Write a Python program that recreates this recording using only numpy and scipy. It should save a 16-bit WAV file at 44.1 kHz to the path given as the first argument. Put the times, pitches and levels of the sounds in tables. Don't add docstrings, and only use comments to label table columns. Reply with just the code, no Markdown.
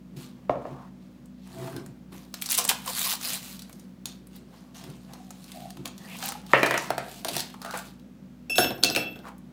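import sys
import numpy as np
from scipy import signal
from scipy.fft import rfft, irfft, next_fast_len
from scipy.io import wavfile
from scipy.ndimage import uniform_filter1d, map_coordinates

SR = 44100
rng = np.random.default_rng(int(sys.argv[2]) if len(sys.argv) > 2 else 0)


def wav_record(signal):
    frames = np.transpose(np.atleast_2d(signal))
    bounded = np.clip(frames, -1, 1)
    quanta = np.round(bounded * 32767).astype(np.int16)
    wavfile.write(sys.argv[1], SR, quanta)


N = 419832


def amp(db):
    return 10 ** (np.asarray(db) / 20)


def unit(x):
    return x / np.sqrt(np.mean(x ** 2) + 1e-20)


def peak_one(x):
    return x / np.abs(x).max()


def noise(count=N):
    return rng.standard_normal(count)


def along(points, hz):
    point_hz, value = np.transpose(points)
    return np.interp(np.log(hz + 1), np.log(point_hz + 1), value)


def wobble(rate, count=N):
    knots = noise(int(count * rate / SR) + 4)
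    return map_coordinates(knots, [np.arange(count) * rate / SR])


def filtered(x, response):
    m = next_fast_len(len(x) + 8192)
    return irfft(rfft(x, m) * response(np.fft.rfftfreq(m, 1 / SR)), m)[:len(x)]


def resonant(peaks):
    def response(f):
        total = 0
        for k, (centre, width, db) in enumerate(peaks):
            damping = 1j * f * width
            total = total + (-1) ** k * amp(db) * damping / (centre * centre - f * f + damping)
        return total
    return response


def burst(t60, response, rise=0.00016):
    t = np.arange(SR // 5) / SR
    envelope = amp(-60 * t / t60) * (1 - np.exp(-t / rise))
    return peak_one(filtered(envelope * noise(len(t)), response))


def blow(contact_s, response):
    t = np.arange(SR // 5) / SR
    return peak_one(filtered(t * np.exp(-t / contact_s), response))


def add(track, s, sound):
    part = track[round(s * SR):][:len(sound)]
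    part += sound[:len(part)]


SNAP_T60_S, SNAP_SHORTENS = 0.021, 0.011


def crack(db, hz):
    t60 = SNAP_T60_S * np.exp(-SNAP_SHORTENS * (db + 23.5))
    return amp(db) * burst(t60, resonant([(hz, 0.5 * hz, 0.5), (12000, 9000, -8)]))


# pitch_hz, peak_level_db
FRIDGE_TONES = [(57.8, -65.5), (59.2, -54.5), (188.4, -48.5), (247.6, -50), (301.5, -62)]
# (relative, per Hz)
ROOM_NOISE = [(53, -23), (90, -19), (191, 0), (218, -3), (253, -14), (276, -12.5), (382, -26.5),
              (528, -18.5), (729, -28), (6170, -43), (7180, -44.5), (9500, -48.5), (15700, -47.5),
              (16100, -63)]
ROOM_NOISE_DB = -63


def fridge():
    t = np.arange(N) / SR
    tones = np.zeros(N)
    for hz, db in FRIDGE_TONES:
        level = amp(db + hz / 130 * wobble(8))
        tones += level * np.sin(2 * np.pi * hz * t + hz / 300 * wobble(6))
    air = filtered(noise(), lambda hz: amp(along(ROOM_NOISE, hz)))
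    air /= np.std(filtered(air, lambda hz: hz > 400))
    return tones + amp(ROOM_NOISE_DB + 1.4 * wobble(2.6)) * air


EDGE_DB = 20


def shape(s, swell, hold, fade):
    t = np.arange(N * 1000 // SR + 1) / 1000 - s
    before = np.maximum(-t, 0) / swell
    after = np.maximum(t - hold, 0) / fade
    return amp(-EDGE_DB * (before + after))


PATCHY_DB = 1.8


def patchy(x):
    z = signal.stft(x, nperseg=256)[2]
    field = uniform_filter1d(rng.standard_normal(z.shape), size=7, axis=0)
    field = uniform_filter1d(field, size=14, axis=1)
    return signal.istft(z * amp(PATCHY_DB * unit(field)), nperseg=256)[1][:N]


# (relative, per Hz)
FROST_COLOUR = [(710, -15.5), (1200, 1.5), (1770, 0.5), (2670, 6), (3070, 6), (4120, 7.5), (5630, 2.5),
                (8400, 2.5), (15600, -1), (16000, -31.5)]
# time_s, gain_db
FROST_TREBLE = [(0.2, -2), (1.2, -33.5), (1.5, -1), (1.75, 4.5), (2.1, 1), (2.5, 0.5), (3.1, 5.5),
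                (3.7, 2.5), (4.3, -4), (4.9, -5.5), (5.6, 0.5), (6.2, -2), (6.7, -4.5), (7.3, 0.5),
                (7.8, -1.5), (9.3, 4.5)]
GRAINS_PER_S, GRAIN_T60_S, GRAIN_SPREAD_DB, HISS = 450, .003, 4.5, 1.3


def frost_crackle():
    t = np.arange(N) / SR
    size_db = np.minimum(GRAIN_SPREAD_DB * rng.exponential(size=N), 15)
    grains = (rng.random(N) < GRAINS_PER_S / SR) * amp(size_db)
    sparks = np.convolve(grains, amp(-60 * t[:256] / GRAIN_T60_S))[:N]
    frost = filtered((sparks + HISS) * noise(), lambda hz: amp(along(FROST_COLOUR, hz)))
    frost = unit(patchy(frost))
    treble = filtered(frost, lambda hz: 1 / (1 + (8000 / (hz + 1)) ** 4))
    treble_gain = amp(np.interp(t, *np.transpose(FROST_TREBLE)))
    return frost + (treble_gain - 1) * treble


# full_strength_from_s, swell_s, hold_s, fade_s,
# crackle_db (ice and frost, before the treble curve), rub_db (plastic on wood, rms)
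HAND_STROKES = [(0.167, 0.0072, 0.078, 0.085, -51, -59), (0.67, 0.4, 0.17, 0.13, -72, -55),
                (1.023, 0.033, .01, 0.25, -67, -81), (1.476, 0.15, 0.12, 0.098, -60, -67),
                (1.644, 0.15, 0.032, 0.22, -53, -46), (2.124, 0.0096, 0.04, 0.21, -55, -55.5),
                (2.36, 0.042, 0.085, 0.073, -58, -72.5), (2.422, 0.0051, 0.0034, 0.0075, -31.5, -56.5),
                (2.45, 0.038, 0.025, 0.046, -47.5, -65), (2.51, 0.018, 0.046, 0.017, -31, -59.5),
                (2.581, 0.011, 0.011, 0.064, -26.5, -37), (2.691, 0.002, 0.0081, 0.021, -21.5, -46.5),
                (2.708, 0.034, 0.0061, 0.094, -36.5, -45.5), (2.871, 0.025, 0.035, 0.026, -41.5, -41),
                (2.984, 0.12, 0.15, 0.042, -31.5, -46.5), (3.25, 0.06, 0.11, 0.061, -34.5, -48.5),
                (3.441, 0.036, 0.11, 0.064, -47, -62.5), (3.62, 0.056, 0.2, 0.16, -64.5, -73),
                (4.069, 0.002, 0.004, 0.12, -49.5, -56), (4.363, 0.066, .005, 0.047, -51.5, -65),
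                (4.549, 0.12, .01, 0.28, -59.5, -58.5), (4.753, 0.012, 0.04, 0.32, -50.5, -54),
                (5.137, 0.08, 0.0084, 0.087, -63, -53), (5.486, 0.43, 0.14, 0.3, -54, -61),
                (5.854, 0.0048, 0.0054, 0.054, -47, -44), (6.03, .1, 0.099, 0.087, -58, -58.5),
                (6.255, 0.16, 0.03, 0.11, -37, -44), (6.526, 0.072, 0.31, 0.22, -44, -46.5),
                (7.088, 0.094, 0.11, 0.057, -49.5, -67), (7.265, 0.0024, 0.0067, 0.029, -40.5, -50),
                (7.284, 0.002, 0.0072, 0.017, -31, -47.5), (7.352, 0.068, 0.019, 0.11, -34.5, -48),
                (7.66, 0.06, .005, 0.051, -63, -46.5), (7.739, 0.003, 0.0068, 0.034, -68, -29),
                (7.785, 0.15, 0.0039, 0.053, -41.5, -54), (7.866, 0.05, .005, 0.082, -50, -63.5),
                (9.259, 0.036, 0.015, 0.099, -74.5, -45)]
# full_weight_from_s, hold_s, level_db (rms, added to the rest level)
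TABLE_LEANS = [(0.176, 0.015, -44.5), (0.69, .05, -46), (1.578, 0.1, -41.5), (1.757, 0.025, -34),
               (2.135, 0.0082, -45.5), (2.707, 0.0091, -50), (4.081, 0.013, -48), (4.407, 0.018, -50.5),
               (4.876, 0.033, -43), (5.796, 0.011, -42), (7.3, 0.084, -44)]
LEAN_SWELL_S, LEAN_FADE_S, LEAN_REST_DB = 0.061, 0.035, -59
# pitch_hz, width_hz, gain_db
TRAY_ON_WOOD = [(510, 41, 6.5), (663.5, 27.7, 13), (824, 220, 8), (1153, 134, 9), (1530, 700, -1)]
# pitch_hz, width_hz, gain_db
TABLE_LOW_MODES = [(135.7, 8.4, 1), (281.4, 13, -7.5), (356.3, 30, -10.5)]


def handling():
    t = np.arange(N) / SR
    crackle = sum(amp(row[4]) * shape(*row[:4]) for row in HAND_STROKES)
    friction = sum(amp(row[5]) * shape(*row[:4]) for row in HAND_STROKES)
    pressure = sum(amp(db) * shape(s, LEAN_SWELL_S, hold, LEAN_FADE_S) for s, hold, db in TABLE_LEANS)
    crackle, friction, pressure = (np.interp(t, np.arange(len(gain)) / 1000, gain)
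                                   for gain in (crackle, friction, pressure))
    weight = amp(LEAN_REST_DB + 1.5 * wobble(11.0)) + pressure
    rub = filtered(amp(2.8 * wobble(90)) * noise(), resonant(TRAY_ON_WOOD))
    lean = filtered(noise(), resonant(TABLE_LOW_MODES))
    return crackle * frost_crackle() + friction * unit(rub) + weight * unit(lean)


# start_s, knock_peak_db
JUG_KNOCKS = [(0.4953, -9), (0.556, -24), (0.653, -24)]
# pitch_hz, width_hz, gain_db (before its treble roll-off)
JUG_MODES = [(59.6, 53, -9), (131.7, 7.4, 6), (270, 48, 0.5), (375, 170, -1.5), (586, 104, 9.5),
             (726, 150, 7), (980, 610, -0.5), (1350, 390, -5), (1496, 61, -15), (1870, 120, -14),
             (2200, 150, -26)]


def jug():
    out = np.zeros(N)
    body = lambda f: resonant(JUG_MODES)(f) / (1 + 1j * f / 2500)
    rim = lambda f: resonant([(1800, 1300, 0.5)])(f) ** 2
    for s, db in JUG_KNOCKS:
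        add(out, s, amp(db) * blow(.00006, body))
        add(out, s + 0.0055, amp(db - 10.5) * burst(0.15, body, rise=0.0018))
        add(out, s, amp(db - 20) * burst(0.011, rim))
    return out


# start_s, length_s, from_hz, to_hz, width_hz,
# level_db (rms before the rounded fade in and out), throb_db (depth)
TRAY_CREAKS = [(0.681, 0.18, 954, 1000, 700, -53, 2), (1.54, 0.3, 666, 657, 40, -50.5, 1.5),
               (1.754, .035, 1594, 1560, 300, -52, -1), (2.873, 0.026, 1070, 1005, 249.4, -35, 5),
               (2.875, 0.041, 516, 516, 40.2, -44, 22), (3.042, 0.13, 1050, 1112, 402, -41.5, 2),
               (5.119, 0.24, 744, 749, 150, -59.5, 5), (5.542, 0.14, 697, 725, 211, -44, 2),
               (5.995, 0.11, 1880, 1910, 350, -57.5, -1), (6.069, 0.12, 2500, 2650, 1310, -48, 1.5),
               (6.223, 0.087, 744, 837, 136.5, -41, 4), (6.338, 0.031, 840, 840, 254.5, -43.5, 3),
               (7.091, 0.24, 699, 688, 120, -56, 7), (7.619, 0.19, 1288, 1500, 400, -42.5, -1),
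               (9.242, 0.081, 1400, 886, 500, -49, 4)]


def creaks():
    out = np.zeros(N)
    for s, length, from_hz, to_hz, width_hz, db, throb_db in TRAY_CREAKS:
        u = np.linspace(0, 1, int(length * SR))
        throbs = amp(throb_db * wobble(47.0, count=len(u)))
        band = filtered(noise(len(u)) * throbs, lambda f: np.exp(-(2 * f / width_hz) ** 2))
        carrier = np.sin(2 * np.pi * np.cumsum(from_hz + (to_hz - from_hz) * u) / SR)
        tone = unit((unit(band) + 40 / width_hz) * carrier)
        add(out, s, amp(db) * np.sin(np.pi * u) ** 0.34 * tone)
    return out


# start_s, peak_db, centre_hz, tray_knock_db (relative to the snap)
ICE_SNAPS = [(1.2572, -46, 7500, -27), (1.473, -43.5, 5950, 0), (1.729, -56.5, 3000, 17),
             (1.7642, -29, 3400, -25), (1.862, -35.5, 8740, -6), (2.3407, -23, 3900, -8),
             (2.415, -26.5, 7000, -21), (2.4228, -18.5, 13900, -34), (2.441, -27, 3880, -15),
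             (2.4596, -17.5, 5010, -23.5), (2.465, -23.5, 5500, -25), (2.489, -20, 4500, -14),
             (2.4983, -17.5, 5500, -24), (2.5033, -14, 7680, -22), (2.512, -12, 5000, -34),
             (2.53, -14.5, 8000, -18), (2.542, -15.5, 7000, -25), (2.5194, -10, 11470, -28.5),
             (2.5493, -12.5, 8800, -38), (2.571, -19.5, 10000, -17), (2.581, -11, 8000, -28),
             (2.587, -11.5, 6000, -11), (2.6, -23.5, 7000, -8), (2.641, -22, 8000, -29),
             (2.577, -10.5, 11570, -31), (2.6498, -16, 7930, -8.5), (2.678, -15.5, 8400, -18),
             (2.6913, -8.5, 10400, -26), (2.697, -17.5, 6000, -4.5), (2.713, -20, 5000, 3),
             (2.876, -24, 3600, -10), (2.8605, -26.5, 9100, -8), (2.9595, -26.5, 8470, -36),
             (2.992, -17, 8070, -36), (3.2118, -29, 6000, -5.5), (3.029, -21, 6040, -29),
             (3.136, -19.5, 6910, -8), (3.285, -20, 5900, -31), (3.232, -25.5, 4000, -14),
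             (3.3335, -21.5, 8100, -33), (3.428, -32.5, 3350, -25), (3.5924, -30, 4080, -17),
             (3.6204, -30.5, 4470, -20), (3.695, -38, 1900, -6), (3.728, -34.5, 5770, -16),
             (3.796, -42, 5970, -13), (4.9, -41.5, 8060, -17), (4.0561, -18, 4330, -22),
             (4.2699, -42, 9700, -13), (4.3614, -37, 13420, -17), (4.746, -42.5, 3600, -20),
             (4.8392, -33.5, 4160, -10), (5.1345, -35, 4170, -3.5), (5.3062, -30.5, 6670, -9.5),
             (5.442, -35, 4200, -27), (5.5177, -30.5, 3760, -30), (5.7042, -32, 4370, -12.5),
             (5.77, -37.5, 3430, -2.5), (5.8561, -19.5, 3370, -29), (5.9792, -35.5, 4400, -13),
             (5.876, -31, 6500, -16), (6.17, -34.5, 14000, -24.5), (6.187, -31, 8000, -14),
             (6.238, -25.5, 6000, -24), (6.288, -20, 8000, -13), (6.2253, -25.5, 4540, -1.5),
             (6.259, -20.5, 12900, -26), (6.2813, -25.5, 4400, -21), (6.321, -25, 2300, -4),
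             (6.4646, -37.5, 3800, -26), (6.661, -18.5, 5400, 2), (6.668, -24, 4000, -2),
             (6.777, -16, 6500, -0.5), (7.247, -18.5, 4000, -10), (7.394, -18, 4500, -11.5),
             (7.5, -37, 3500, -20), (7.541, -40.5, 3500, 7), (7.626, -35, 4000, -3),
             (6.8225, -31, 7420, -14), (7.333, -23.5, 4160, -15), (7.4038, -17, 3930, -20),
             (7.617, -29, 3980, -5), (7.7089, -28.5, 4810, -1), (7.7734, -24.5, 8250, -12),
             (7.996, -48, 3740, -30.5), (9.285, -44.5, 9000, -32), (9.381, -46, 10140, -29)]


def snaps():
    out = np.zeros(N)
    tray = lambda f: resonant([(1000, 1200, 0.5)])(f) ** 2
    for s, db, hz, knock_db in ICE_SNAPS:
        add(out, s, crack(db, hz))
        add(out, s, amp(db + knock_db) * burst(0.026, tray))
    return out


# start_s, peak_db, hardness_db (upper modes),
# tick_db (peak), rattle_db (wood after the blow, relative to it), spot_hz (mode under the struck spot)
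WOOD_KNOCKS = [(6.5347, 1, -6.5, -39.5, -11, 1833), (6.631, -6.5, -8, -17.5, -8, 2420),
               (6.709, -13.5, -3, -21, -7.5, 1005), (6.741, -15.5, -6, -25, -2, 2420),
               (6.904, -9.5, -12.5, -22, -15.5, 710), (6.980, -14, -8.5, -22, -12.5, 710),
               (7.253, -20, -26, -37, -15, 680), (7.285, -24, -20, -22.5, -12, 690),
               (7.366, -21.5, -16, -13, -22, 690), (7.648, -25.5, -6, -29, -14, 710),
               (7.661, -29, -14.5, -32, -14.5, 710), (7.740, -22, -4.5, -38.5, -11, 736),
               (9.253, -34.5, -8, -49.5, -9, 1130)]
# pitch_hz, width_hz, gain_db (before hardness and scatter)
TABLE_MODES = [(135, 5.1, 4.5), (350, 108, 0), (514, 70, 2), (580, 80, 4), (682, 55, 4.5), (926, 130, 3),
               (1320, 170, 1), (1778, 160, 14), (1990, 180, 12), (2533, 99, 8), (2930, 560, -2.5),
               (3630, 700, -10.5), (4770, 520, -12)]
# (relative, per Hz)
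RATTLE_COLOUR = [(120, -36), (200, -15), (661, 1), (904, -12), (1670, -4), (1820, -6), (2950, -13),
                 (3540, -25), (6000, -41), (13200, -120)]
CONTACT_S, RATTLE_T60_S = .00008, 0.14
SCATTER_DB = 2.5
SPOT_WIDTH_HZ, SPOT_TONE_DB = 100, 12


def wood_knocks():
    out = np.zeros(N)
    for s, db, hard_db, tick_db, rattle_db, spot_hz in WOOD_KNOCKS:
        modes = [(hz, width, level + hard_db * (hz > 1400) + SCATTER_DB * rng.standard_normal())
                 for hz, width, level in TABLE_MODES]
        spot = resonant([(spot_hz, SPOT_WIDTH_HZ, SPOT_TONE_DB)])
        wood = lambda f: resonant(modes)(f) + spot(f)
        rattle = lambda f: amp(along(RATTLE_COLOUR, f) + (hard_db + 10) * np.clip(f / 1000 - 1, 0, 1))
        add(out, s, amp(db) * blow(CONTACT_S, wood))
        add(out, s + .005, amp(db + rattle_db) * burst(RATTLE_T60_S, rattle, rise=0.0025))
        add(out, s, crack(tick_db, hz=3580))
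    return out


# start_s, peak_db, ring_db and foot_thud_db (relative to the peak),
# hardness_db_per_octave, cube_tone_hz, low_pair_db (two lowest modes: strong at the rim, weak at the foot)
GLASS_CLINKS = [(8.497, -32, 12, -2, -3.5, 4140, 2), (8.5563, -22.5, 4, -12, -3, 3730, -5),
                (8.582, -2, -13.5, -5.5, -2, 3930, -18), (8.644, -16, -18, -4.5, 5.5, 2900, -20),
                (8.706, -26.5, -19, 4, -3.5, 4000, -11), (8.7797, -39, -10.5, -3, 3, 3500, -10),
                (8.828, -24, 0, -2, -4.5, 3430, -7), (8.836, -1, -28, -19.5, 1, 4250, -3),
                (8.8462, -7, -17.5, -12, -5.5, 4100, -1), (8.8878, -23, -26, -4, 0, 5800, 0),
                (8.9, -15.5, -14.5, -8.5, 3.5, 5100, 1), (8.9499, -13, -11.5, -21, -1.5, 2640, -7),
                (8.962, -8.5, -17, -9, 2, 2430, -2), (8.969, -33, 0, -17.5, -8, 3350, -15),
                (8.975, -26, -18, 0, -1, 1420, -20), (9.129, -42.5, -13, -7, 4, 3380, 0),
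                (9.158, -40, -19.5, 2, 1.5, 3280, -5), (9.19, -41, -25.5, -1, -2, 3470, -5)]
# pitch_hz, width_hz, gain_db (before hardness)
ICE_CLACK = [(1490, 210, -14), (2280, 390, -10.5), (3620, 210, 0.5), (4450, 250, -2), (5000, 1000, -9.5),
             (9850, 3400, -20)]
SKITTER_DB, SKITTER_T60_S = -24, 0.16


def glass_clacks():
    out = np.zeros(N)
    skitter = resonant([(2000, 2000, -4.0), (9970, 14000, 2.5)])
    foot = resonant([(59.7, 73, -12.0), (126.4, 21, -1.0), (236.0, 140, 3.0),
                     (363, 270, 2.5), (716, 117, 2.0), (1492, 190, -6.0)])
    for s, db, _, thud_db, hard_db, tone_hz, _ in GLASS_CLINKS:
        tone = resonant([(tone_hz, 450, 8)])
        clack = lambda f: resonant(ICE_CLACK)(f) * ((f + 1) / 2700) ** (hard_db / 6) + tone(f)
        add(out, s, amp(db) * burst(0.0035, clack, rise=0.00021))
        add(out, s, amp(db + SKITTER_DB) * burst(SKITTER_T60_S, skitter, rise=.003))
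        add(out, s, crack(db - 9.5, tone_hz))
        add(out, s, amp(db + thud_db) * burst(0.081, foot, rise=0.0008))
    return out


FLUTTER_DB, FLUTTER_RAD = 4, .55


def ring(modes, scatter_db, seconds, damped_at):
    t = np.arange(int(seconds * SR)) / SR
    hz, db, t60 = np.transpose(modes)[:, :, None]
    flutter = np.array([wobble(60.3, count=len(t)) for _ in modes])
    strength_db = db + scatter_db * rng.standard_normal(hz.shape)
    level = amp(strength_db + FLUTTER_DB * flutter - 60 * t / t60)
    x = (level * np.sin(2 * np.pi * hz * t + FLUTTER_RAD * flutter)).sum(0)
    x *= 1 - np.exp(-t / 0.0028)
    x *= amp(-60 * np.maximum(t - damped_at, 0) / .03)
    return peak_one(x)


GLASS_PITCHES = [2595, 2674, 3352, 5387, 6468, 7395, 7806, 10250, 10700, 11710, 12390, 13660, 14070]
# level_db (before the drive of each clink), t60_s (until damped)
GLASS_MODES = [(-14, .25), (-8, 0.35), (-25, 0.33), (-18, 0.31), (-21, 0.15), (-25.5, 0.092), (-21, 0.26),
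               (-11.5, 0.09), (-19, 0.15), (-25, .12), (-23, 0.16), (-25.5, 0.18), (-18, 0.43)]
LOW_PAIR_TOP_HZ = 2800
NEAR_DB, NEAR_HZ = 14, 120


def glass_wall():
    out = np.zeros(N)
    for s, db, ring_db, _, hard_db, tone_hz, low_db in GLASS_CLINKS:
        modes = []
        for hz, (level, t60) in zip(GLASS_PITCHES, GLASS_MODES):
            level = level + hard_db * np.log2(hz / 2700)
            level += low_db * (hz < LOW_PAIR_TOP_HZ)
            level += NEAR_DB * (abs(hz - tone_hz) < NEAR_HZ)
            modes.append((hz, level, t60))
        landing = min([row[0] for row in GLASS_CLINKS if row[0] > s and row[1] > -8] + [s + 1])
        add(out, s, amp(db + ring_db) * ring(modes, scatter_db=1.5, seconds=.6, damped_at=landing - s))
    return out


# frequency_hz, t60_s
ROOM_DECAY = [(150, 0.89), (500, 0.49), (2000, 0.42), (6000, 0.28), (14000, 0.034)]


def kitchen(x):
    out, step = np.zeros(N), SR // 5
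    for start in range(0, N, step):
        hz, t, z = signal.stft(noise(SR // 2), SR, nperseg=256)
        decay = amp(-60 * t / along(ROOM_DECAY, hz)[:, None])
        tail = signal.istft(z * decay, SR, nperseg=256)[1]
        piece = x[start:start + 2 * step]
        piece = piece * signal.get_window("hann", 2 * step)[:len(piece)]
        add(out, start / SR + .004, signal.fftconvolve(piece, tail / np.linalg.norm(tail)))
    return out


def scene():
    hands = handling() + creaks()
    blows = jug() + snaps() + wood_knocks() + glass_clacks()
    wall = glass_wall()
    echo = kitchen(amp(-7.0) * blows + amp(-3.5) * wall + amp(-10.5) * hands)
    return (blows + wall + hands + echo + fridge())[None]


TOP_HZ = 16800


def record(dry):
    return filtered(dry[0], lambda hz: (hz < TOP_HZ) * (1j * hz / (45 + 1j * hz)) ** 2)[None]


dry = scene()
out = record(dry)
wav_record(out)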